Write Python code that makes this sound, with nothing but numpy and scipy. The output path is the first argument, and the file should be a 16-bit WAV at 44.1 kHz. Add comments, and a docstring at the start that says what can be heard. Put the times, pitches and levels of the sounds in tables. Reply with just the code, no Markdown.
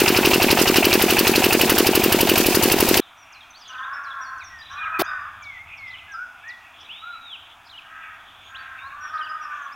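"""Chug and water jet among birds

An engine-like chug knocks and rattles about 12 times a second. With each stroke a thin jet spurts and
spatters on a plastic toy. Both stop dead at 3 s; a brief, abruptly cut burst of chug noise comes at 5 s.
Small birds whistle in the trees (gliding sines) and hoarse fowl crow far off (harmonics and rasp
through a throat resonance), over a low rumble and the hush of the trees."""
import sys
import numpy as np
from scipy import signal
from scipy.fft import rfft, irfft, next_fast_len
from scipy.io import wavfile

SR = 44100
rng = np.random.default_rng(int(sys.argv[2]) if len(sys.argv) > 2 else 0)


def unload_audio(sound):
    """Save the sound as a 16-bit wav file, at the path given as the first command line argument."""
    columns = np.transpose(np.atleast_2d(sound))
    # keep every value between -1 and 1, then stretch to whole-number steps
    steps = np.round(np.clip(columns, -1, 1) * 32767)
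    wavfile.write(sys.argv[1], SR, steps.astype(np.int16))


N = 429975
TIME = np.arange(N) / SR
STROKE_S, FIRST_STROKE_S, CHUG_OFF_S = .08511, .021, 3.003

# housing modes: t in stroke/s, rise/s, decay/s, f/Hz, level/dB
HOUSING_KNOCKS = [(-.0006, .0034, .002, 352, -5.6), (-.0009, .0025, .0022, 540, -20),
                  (-.0005, .005, .0047, 217, -23), (.0208, .0032, .009, 225, -18.4),
                  (.0209, .002, .0065, 364, -13.3), (.0405, .0018, .004, 725, -17.5),
                  (.0537, .002, .004, 930, -21), (.0578, .0008, .0057, 367, -13.3),
                  (.058, .004, .0135, 96, -25.5)]
# drive rattle: t in stroke/s, rise/s, decay/s, f/Hz, bandwidth/Hz, level/dB
DRIVE_RATTLES = [(0.039, 0.0022, 0.011, 740, 347.5, -24.5), (0.0404, .0025, 0.011, 2530, 600, -19.5),
                 (.042, .003, 0.016, 1600, 994.5, -26), (0.053, .004, 0.017, 890, 401, -28.5),
                 (0.0573, 0.0006, 0.0016, 3613, 3587, -15), (0.059, .002, 0.05, 1510, 903, -24),
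                 (.059, .0015, 0.016, 2770, 520, -17), (0.062, .003, 0.015, 4730, 1866, -21),
                 (0.08, .002, 0.0088, 2600, 707, -23.5)]
# rattle gain: t/s, level/dB
RATTLE_GAIN = [(0, 1.5), (1.2, .5), (2, -1.5), (3, -4.5)]
# nozzle spurt: t/s, t in stroke/s, level/dB
SPURT_TRACK = [(0, 0.069, -17), (.7, 0.069, -16.5), (1.45, 0.064, -14), (1.75, 0.063, -12.5),
               (2.4, .063, -12), (2.8, 0.063, -11.5), (3, 0.058, -12)]
# chug and water spectra: f/Hz, level/dB
WHIR_SPECTRUM = [(10, -30.5), (60, -11.5), (150, -3.5), (330, 2.5), (560, 0), (950, -1.5), (1200, -10),
                 (1900, -8), (2600, -4), (3300, -7), (6000, -14.5), (10000, -18.5), (15000, -12.5)]
SPURT_SPECTRUM = [(2000, -27.5), (5000, -4), (7000, -11), (10000, -4.5), (14500, 1), (16000, -5.5)]
SPATTER_SPECTRUM = [(1470, -8.5), (2500, -31.5), (2620, -11.5), (3260, -17.5), (4510, -0.5), (8020, -4.5),
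                    (12900, -4), (15000, -10), (16000, -15.5)]
CLACK_SPECTRUM = [(500, -12), (1200, -4), (2700, 2.5), (5000, -1.5), (9000, -12), (16000, -16)]
BURST_SPECTRUM = [(59, -48), (100, -15), (373, 3.5), (524, -16), (970, -3.5), (1360, -11), (1520, -12),
                  (4770, -15), (6990, -28.5), (12400, -20), (16000, -16)]
# background envelopes: t/s, level/dB
BREEZE_ENVELOPE = [(0, -49), (1.8, -50), (2.3, -43), (3, -43)]
RUMBLE_ENVELOPE = [(4.1, -66), (4.6, -56.5), (6, -58.5), (6.3, -65.5), (8.3, -65), (8.9, -59.5), (9.6, -71)]
# background spectra: f/Hz, level/dB
BREEZE_SPECTRUM = [(10, -3), (18, 0), (40, -14), (100, -18), (500, -28), (3000, -50)]
RUMBLE_SPECTRUM = [(20, -8), (50, -3), (95, 1.5), (130, -9), (200, -16.5), (400, -51.5)]
TREE_HUSH_SPECTRUM = [(100, -25.5), (200, -17.5), (280, -11), (400, -22.5), (530, -21), (680, -4.5),
                      (1000, -3.5), (1350, -1), (1750, -7), (2100, -13), (4300, -27), (6500, -24.5),
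                      (8000, -29.5), (16000, -32)]
LOW_FLOCK_SPECTRUM = [(1800, -33), (2250, -2.5), (2550, -1), (2800, -6), (3100, -26.5), (4000, -46.5)]
HIGH_FLOCK_SPECTRUM = [(2500, -18.5), (2950, -4), (3450, 3), (3800, -11.5), (4200, -25), (5500, -44)]
# flare-ups of two far flocks: peak t/s, half length/s, level/dB
LOW_FLOCK_FLARES = [(3.97, .16, -52.5), (4.748, .12, -51), (5.15, 0.24, -53), (5.976, .12, -50),
                    (6.502, 0.2, -52), (7, 0.33, -50.5), (8.095, 0.19, -51), (8.8, 0.21, -50),
                    (9.558, 0.15, -49.5)]
HIGH_FLOCK_FLARES = [(3, .12, -53), (3.7, .18, -53), (4.74, 0.15, -50), (5.5, 0.25, -58), (6.87, 0.13, -50),
                     (7.43, 0.16, -53), (8.37, 0.25, -52), (9.1, 0.11, -55), (9.63, 0.13, -54)]
# clacks accenting late strokes: t/s, level/dB
ACCENT_CLACKS = [(2.273, -19.5), (2.357, -13), (2.7, -17), (2.943, -10), (2.977, -13.5)]
# falling bird notes: t/s, length/s, top f/Hz, held f/Hz, level/dB
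SLUR_NOTES = [(3.013, 0.089, 4100, 3480, -51.5), (3.32, 0.069, 6860, 4070, -51),
              (3.404, 0.039, 3900, 3260, -44.5), (3.607, 0.047, 5600, 4750, -48),
              (3.675, 0.042, 6870, 5880, -47.5), (3.716, 0.062, 5600, 3500, -53),
              (4.032, .07, 6580, 3970, -52.5), (4.101, 0.033, 3840, 3380, -41),
              (4.23, 0.081, 5700, 4340, -51.5), (4.376, .095, 6700, 3560, -51.5),
              (4.433, 0.082, 6450, 5500, -47), (4.586, 0.034, 5150, 4800, -46),
              (5.419, .095, 7360, 3400, -50.5), (5.768, 0.067, 6500, 4200, -56),
              (6.113, 0.073, 6520, 4950, -51.5), (6.474, 0.093, 7170, 3390, -50.5),
              (9.223, 0.035, 5360, 4760, -50), (9.614, 0.063, 6900, 5960, -57)]
# fluted bird notes: t/s, length/s, start f/Hz, middle f/Hz, end f/Hz, level/dB
WHISTLE_NOTES = [(3.165, 0.089, 5650, 5850, 5300, -59), (3.503, 0.022, 6250, 6100, 6100, -55),
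                 (3.532, 0.057, 3250, 4400, 4600, -51), (3.779, .028, 3890, 3160, 2870, -47.5),
                 (3.828, 0.027, 3260, 3620, 3760, -46), (3.925, 0.058, 4860, 5440, 5030, -52.5),
                 (4.204, 0.044, 5660, 5730, 5720, -53), (4.398, 0.046, 2797, 2340, 1810, -46.5),
                 (4.491, 0.16, 1960, 1860, 1710, -44.6), (4.764, .06, 4150, 3760, 3100, -52),
                 (4.757, 0.15, 2466, 2440, 2366, -40), (4.826, 0.059, 3290, 2440, 1730, -40.5),
                 (4.919, 0.074, 2463, 2514, 2350, -37.5), (5.044, 0.083, 4610, 5000, 4720, -53.5),
                 (5.042, 0.076, 2830, 3690, 3300, -51), (5.41, 0.19, 2370, 2177, 1880, -41),
                 (5.57, 0.074, 2006, 2144, 2135, -42.5), (5.773, .19, 2310, 2085, 2015, -39.5),
                 (6.071, 0.15, 1743, 1577, 1550, -42), (6.131, .12, 1301, 1405, 1557, -34.5),
                 (6.428, 0.141, 1580, 1930, 1840, -39), (6.835, 0.043, 2870, 3900, 2800, -54),
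                 (7.009, .165, 1202, 1422, 1206, -37), (8.42, .11, 6520, 6610, 6760, -66),
                 (8.541, .034, 2200, 3210, 4270, -43.5), (8.578, 0.053, 4470, 4530, 4500, -59),
                 (8.773, .12, 3720, 3750, 4513, -56), (8.999, .11, 5630, 5670, 5300, -54),
                 (9.287, .04, 5050, 4990, 5030, -51), (9.406, 0.056, 5530, 5700, 4830, -53),
                 (9.719, 0.031, 4440, 5350, 5370, -54)]
# buzzing bird notes: peak t/s, half length/s, f/Hz, level/dB
BUZZ_NOTES = [(3.36, .12, 2520, -50.5), (3.6, 0.023, 5700, -57), (4.728, .022, 5600, -52),
              (5.052, 0.015, 6210, -53), (5.725, 0.046, 2455, -40.5), (5.887, 0.017, 5190, -57),
              (5.893, 0.052, 3460, -54), (6.816, .02, 5220, -56), (7.672, 0.021, 4980, -55),
              (9.159, 0.024, 4900, -55), (9.559, .04, 6350, -62)]
# repeats of one twitter: t/s, level/dB
TWITTER_STARTS = [(3.648, -44.5), (5.897, -44), (7.688, -43), (9.171, -44)]
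# its notes: t in twitter/s, length/s, start f/Hz, middle f/Hz, end f/Hz, relative level/dB
TWITTER_PHRASE = [(0, .018, 2920, 3650, 4380, -6), (0.018, 0.0178, 4400, 3760, 3100, -9),
                  (0.035, 0.0503, 3450, 2880, 3150, -0.5), (.085, .028, 3660, 2770, 2430, 0.5)]
# fowl calls: t/s, length/s, climax t in call/s, climax f/Hz, pitch sag/fraction,
# formant scale/ratio, hoarseness/0-1, relative level/dB
FOWL_CROWS = [(3.68, .77, .34, 559.7, .12, 1.003, .9, -30.5),
              (4.69, 0.63, .22, 645.4, .19, 1.008, 0.89, -27.5),
              (7.818, 0.41, 0.18, 652, 0.065, 1.13, 0.92, -38),
              (8.472, 0.36, 0.132, 536, 0.0312, 1.09, 0.82, -37.5),
              (8.79, 0.96, .47, 628, .17, 0.99, 0.61, -30)]
# fowl throat response and rasp: f/Hz, level/dB
THROAT_SPECTRUM = [(400, -45), (600, -26.5), (830, -36), (1020, 0.5), (1280, 4), (1550, 3.5), (1850, -10.5),
                   (2150, -21), (3200, -41), (5000, -57)]
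RASP_SPECTRUM = [(450, -40), (620, -21), (850, -17), (1050, -5), (1300, 0.5), (1550, 0.5), (1800, -5.5),
                 (2050, -22.5), (3200, -45), (5000, -65)]


def from_db(db):
    """Decibels to gain."""
    return 10 ** (np.asarray(db) / 20)


def unit_rms(x):
    """Scale to rms 1."""
    return x / np.sqrt(np.mean(x ** 2) + 1e-20)


def curves(rows):
    """Per-sample curve of each column after t."""
    t_s, *columns = np.transpose(rows)
    return [np.interp(TIME, t_s, column) for column in columns]


def colour(x, spectrum, stretch=1):
    """Filter by a spectrum, its frequencies times stretch; rms 1."""
    length = x.shape[-1]
    size = next_fast_len(length)
    hz, db = np.transpose(spectrum)
    bins_hz = np.maximum(np.fft.rfftfreq(size, 1 / SR), 1)
    gain = from_db(np.interp(np.log(bins_hz), np.log(hz * stretch), db))
    return unit_rms(irfft(rfft(x, size) * gain, size)[..., :length])


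def noise(spectrum):
    """Coloured noise; rms 1."""
    return colour(rng.standard_normal(N), spectrum)


def drift(rate_hz):
    """Interpolated random values; spread about 1."""
    knots = rng.standard_normal(N // 10)
    return np.interp(TIME * rate_hz, np.arange(len(knots)), knots)


def swell(age_s, rise_s, decay_s):
    """Gaussian rise to age 0, then exponential decay."""
    return np.exp(-np.where(age_s < 0, (age_s / rise_s) ** 2, age_s / decay_s).clip(0, 60))


def hump(t_s, half_s):
    """Gaussian envelope around t_s."""
    return np.exp(-np.minimum(((TIME - t_s) / half_s) ** 2, 60))


def ages(length_s):
    """Time axis of one note."""
    return np.arange(int(length_s * SR)) / SR


def add(out, t_s, sound):
    """Mix a sound in at t_s."""
    part = out[int(t_s * SR):][:len(sound)]
    part += sound[:len(part)]


def stroke_age(offset_s):
    """Signed time from the nearest pass of this point in the stroke."""
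    return (TIME - FIRST_STROKE_S - offset_s + STROKE_S / 2) % STROKE_S - STROKE_S / 2


def chug(whir_db=-22.5, knock_spread_db=1.55, rattle_spread_db=1.6, grit_db=3.5):
    """Engine-like strokes: ringing knocks and band-passed rattles over a whir."""
    out = from_db(whir_db + 2.6 * drift(150)) * noise(WHIR_SPECTRUM)
    for offset_s, rise_s, decay_s, hz, db in HOUSING_KNOCKS:
        age_s = stroke_age(offset_s) + .00008 * drift(12)
        gain = from_db(db + knock_spread_db * drift(12))
        out += gain * swell(age_s, rise_s, decay_s) * np.cos(2 * np.pi * hz * age_s)
    rattle_db, = curves(RATTLE_GAIN)
    for offset_s, rise_s, decay_s, hz, width_hz, db in DRIVE_RATTLES:
        band_hz = [max(hz - width_hz / 2, 50), hz + width_hz / 2]
        body = signal.butter(2, band_hz, "band", fs=SR, output="sos")
        contacts = rng.standard_normal(N) * from_db(grit_db * drift(600))   # loose parts touch unevenly
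        ringing = unit_rms(signal.sosfilt(body, contacts))
        gain = from_db(db + rattle_db + rattle_spread_db * drift(24.98))
        out += gain * swell(stroke_age(offset_s), rise_s, decay_s) * ringing
    return out


def jet(spatter_db=-28, drops_per_s=9000, drop_spread_db=4.5, clump_db=6.5, surge_db=2.2):
    """The nozzle hisses once a stroke; drops burst on the toy, left and right."""
    offset_s, spurt_db = curves(SPURT_TRACK)
    pulses = swell(stroke_age(offset_s), rise_s=.0036, decay_s=.0062)
    spurt = from_db(spurt_db + 1.16 * drift(9.2)) * pulses * noise(SPURT_SPECTRUM)
    sizes = from_db(drop_spread_db * np.minimum(rng.exponential(1, (2, N)), 5))
    signs = rng.choice([-1, 1], (2, N))
    drops = sizes * signs * (rng.random((2, N)) < drops_per_s / SR)
    clumps = from_db(clump_db * np.array([drift(110), drift(110)]))
    surges = from_db(surge_db * drift(7))
    return spurt + from_db(spatter_db) * colour(drops * clumps * surges, SPATTER_SPECTRUM)


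def breeze(gust_db=2):
    """Air stirs at each microphone port separately."""
    level_db, = curves(BREEZE_ENVELOPE)
    return from_db(level_db + gust_db * drift(3)) * np.array([noise(BREEZE_SPECTRUM) for side in "LR"])


def surroundings(hush_db=-50.5):
    """Low rumble and the hush of the trees."""
    rumble_db, = curves(RUMBLE_ENVELOPE)
    return from_db(rumble_db) * noise(RUMBLE_SPECTRUM) + from_db(hush_db) * noise(TREE_HUSH_SPECTRUM)


def far_flock(flares, spectrum, murmur_db, chatter_db=3):
    """Far birds blur into a noise band that flares now and then."""
    flaring = sum(from_db(db) * hump(t_s, half_s) for t_s, half_s, db in flares)
    return np.hypot(from_db(murmur_db), flaring) * from_db(chatter_db * drift(25)) * noise(spectrum)


def clacks(rise_s=.00077, decay_s=.0039):
    """Sharp, bright clacks that accent a few of the last strokes."""
    envelope = sum(from_db(db) * swell(TIME - t_s, rise_s, decay_s) for t_s, db in ACCENT_CLACKS)
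    return envelope * noise(CLACK_SPECTRUM)


def slur(t_s, length_s, top_hz, held_hz, db, fall_share=.25, roughness=.035, fade_db=6.5):
    """Note (t, f curve, level curve) that drops roughly onto a held tone and fades."""
    along = ages(length_s) / length_s
    falling = np.exp(-(along / fall_share) ** 1.6)
    shake = 1 + roughness * np.sqrt(falling) * drift(910)[:len(along)]
    return t_s, (held_hz + (top_hz - held_hz) * falling) * shake, db - fade_db * along


def whistle(t_s, length_s, start_hz, middle_hz, end_hz, db, boost_db=2, sag_db=7.5):
    """Note that bends through three pitches, loudest in the middle."""
    along = ages(length_s) / length_s
    bend = np.polyfit([0, .5, 1], [start_hz, middle_hz, end_hz], 2)
    return t_s, np.polyval(bend, along), db + boost_db - sag_db * (2 * along - 1) ** 2


def buzzes(jitter=.098):
    """Bird tones whose pitch shakes too fast to follow."""
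    shaken_s = np.cumsum(1 + jitter * drift(900)) / SR
    return sum(np.sqrt(2) * from_db(db) * hump(t_s, half_s) * np.sin(2 * np.pi * hz * shaken_s)
               for t_s, half_s, hz, db in BUZZ_NOTES)


def twitters():
    """One bird repeats a zigzag and two tumbling notes."""
    return [whistle(t_s + after_s, *shape, db + note_db)
            for t_s, db in TWITTER_STARTS for after_s, *shape, note_db in TWITTER_PHRASE]


def warble(t_s=4.608, pips=4, pip_s=.036, arch_hz=(2950, 3940, 3050), db=-49):
    """A row of arched pips."""
    return [whistle(t_s + k * pip_s, pip_s, *arch_hz, db) for k in range(pips)]


def sweep(t_s=6.882, length_s=.489, glide_s=.05, low_hz=2220, high_hz=3950, low_db=-36, high_db=-52):
    """Long note, up to a plateau and back; softer when higher."""
    age_s = ages(length_s)
    height = 1 - np.exp(-age_s / glide_s) - np.exp(-age_s[::-1] / glide_s)
    return t_s, low_hz + height * (high_hz - low_hz), low_db + height ** 3 * (high_db - low_db)


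def woodland(x, wet_db, t60_s=.77, build_s=.0026):
    """Trunks and leaves scatter a sound into a diffuse tail."""
    age_s = TIME[:SR]
    tail = rng.standard_normal(SR) * from_db(-60 * age_s / t60_s) * (1 - np.exp(-age_s / build_s))
    return x + from_db(wet_db) * signal.fftconvolve(x, tail / np.linalg.norm(tail))[:N]


def songbirds(waver=.011, flutter_db=2.5):
    """Near-pure wavering notes and short buzzes among the trees."""
    wobble = 1 + waver * drift(250)
    flutter = from_db(flutter_db * drift(120))
    notes = [whistle(*row) for row in WHISTLE_NOTES] + [slur(*row) for row in SLUR_NOTES]
    out = buzzes()
    for t_s, hz, db in notes + twitters() + warble() + [sweep()]:
        n = len(hz)
        pitch_hz = hz * wobble.take(int(t_s * SR) + np.arange(n), mode="clip")
        fade = signal.windows.tukey(n, min(.3, .04 * SR / n))
        add(out, t_s, np.sqrt(2) * from_db(db) * fade * np.sin(2 * np.pi * np.cumsum(pitch_hz) / SR))
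    return woodland(out * flutter, wet_db=-5.5)


def far_fowl(gain_db=-6.5, halves_db=-2.5, rasp_db=-3, tremble_db=3, sag_db=7,
             jitter=.03, wander=.014, attack_s=.029, release_s=.08):
    """Pitch and level arch with effort; hoarseness adds jitter, half-harmonics and rasp."""
    out = np.zeros(N)
    for t_s, length_s, climax_s, top_hz, sag, stretch, hoarse, db in FOWL_CROWS:
        age_s = ages(length_s)
        n = len(age_s)
        slack = np.interp(age_s, [0, climax_s, length_s], [1, 0, 1]) ** 2
        shake = 1 + jitter * hoarse * drift(140)[:n] + wander * drift(14)[:n]
        pitch_hz = top_hz * (1 - sag * slack) * shake
        phase = 2 * np.pi * np.cumsum(pitch_hz) / SR
        harmonics = sum(np.sin(k * phase) for k in range(1, 6))
        halves = sum(np.sin((k + .5) * phase) for k in range(1, 5))
        rasp = colour(rng.standard_normal(n) * (1 + .5 * np.cos(phase)), RASP_SPECTRUM, stretch)
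        voice = colour(harmonics + from_db(halves_db) * hoarse * halves, THROAT_SPECTRUM, stretch)
        voice += from_db(rasp_db) * hoarse * rasp
        gate = np.minimum(1, np.minimum(age_s / attack_s, age_s[::-1] / release_s))
        add(out, t_s, from_db(db - sag_db * slack + tremble_db * drift(30.3)[:n]) * gate * voice)
    return from_db(gain_db) * woodland(out, wet_db=1)


def chug_burst(t_s=4.998, end_s=5.0225, noise_db=-17.5,
               knock_hz=680, knock_db=-12.5, thud_hz=310, thud_db=-17.5):
    """Brief, abruptly cut burst of chugging noise, ending on a knock."""
    burst = from_db(noise_db) * swell(TIME - t_s, rise_s=.0055, decay_s=.08) * noise(BURST_SPECTRUM)
    age_s = TIME - end_s + .0022
    modes = sum(from_db(db) * np.cos(2 * np.pi * hz * age_s)
                for hz, db in [(knock_hz, knock_db), (thud_hz, thud_db)])
    knock = swell(age_s, rise_s=.0037, decay_s=.004) * modes
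    return (burst + knock) * np.clip((end_s - TIME) / .00056, 0, 1)


def scene():
    """Chug and birds centred; spatter and breeze wide, both stopping with the chug."""
    running = np.clip((CHUG_OFF_S - TIME) / .001, 0, 1)
    out = running * (chug() + clacks() + jet() + breeze())
    out += chug_burst() + songbirds() + far_fowl() + surroundings()
    out += far_flock(LOW_FLOCK_FLARES, LOW_FLOCK_SPECTRUM, murmur_db=-58)
    out += far_flock(HIGH_FLOCK_FLARES, HIGH_FLOCK_SPECTRUM, murmur_db=-63)
    return out


def record(dry, ceiling=.95, cutoff_hz=15900):
    """Soft clip, then steep low-pass."""
    rounded = dry / (1 + (dry / ceiling) ** 8) ** (1 / 8)
    return signal.sosfilt(signal.ellip(10, .2, 80, cutoff_hz, fs=SR, output="sos"), rounded)


dry = scene()
out = record(dry)
unload_audio(out)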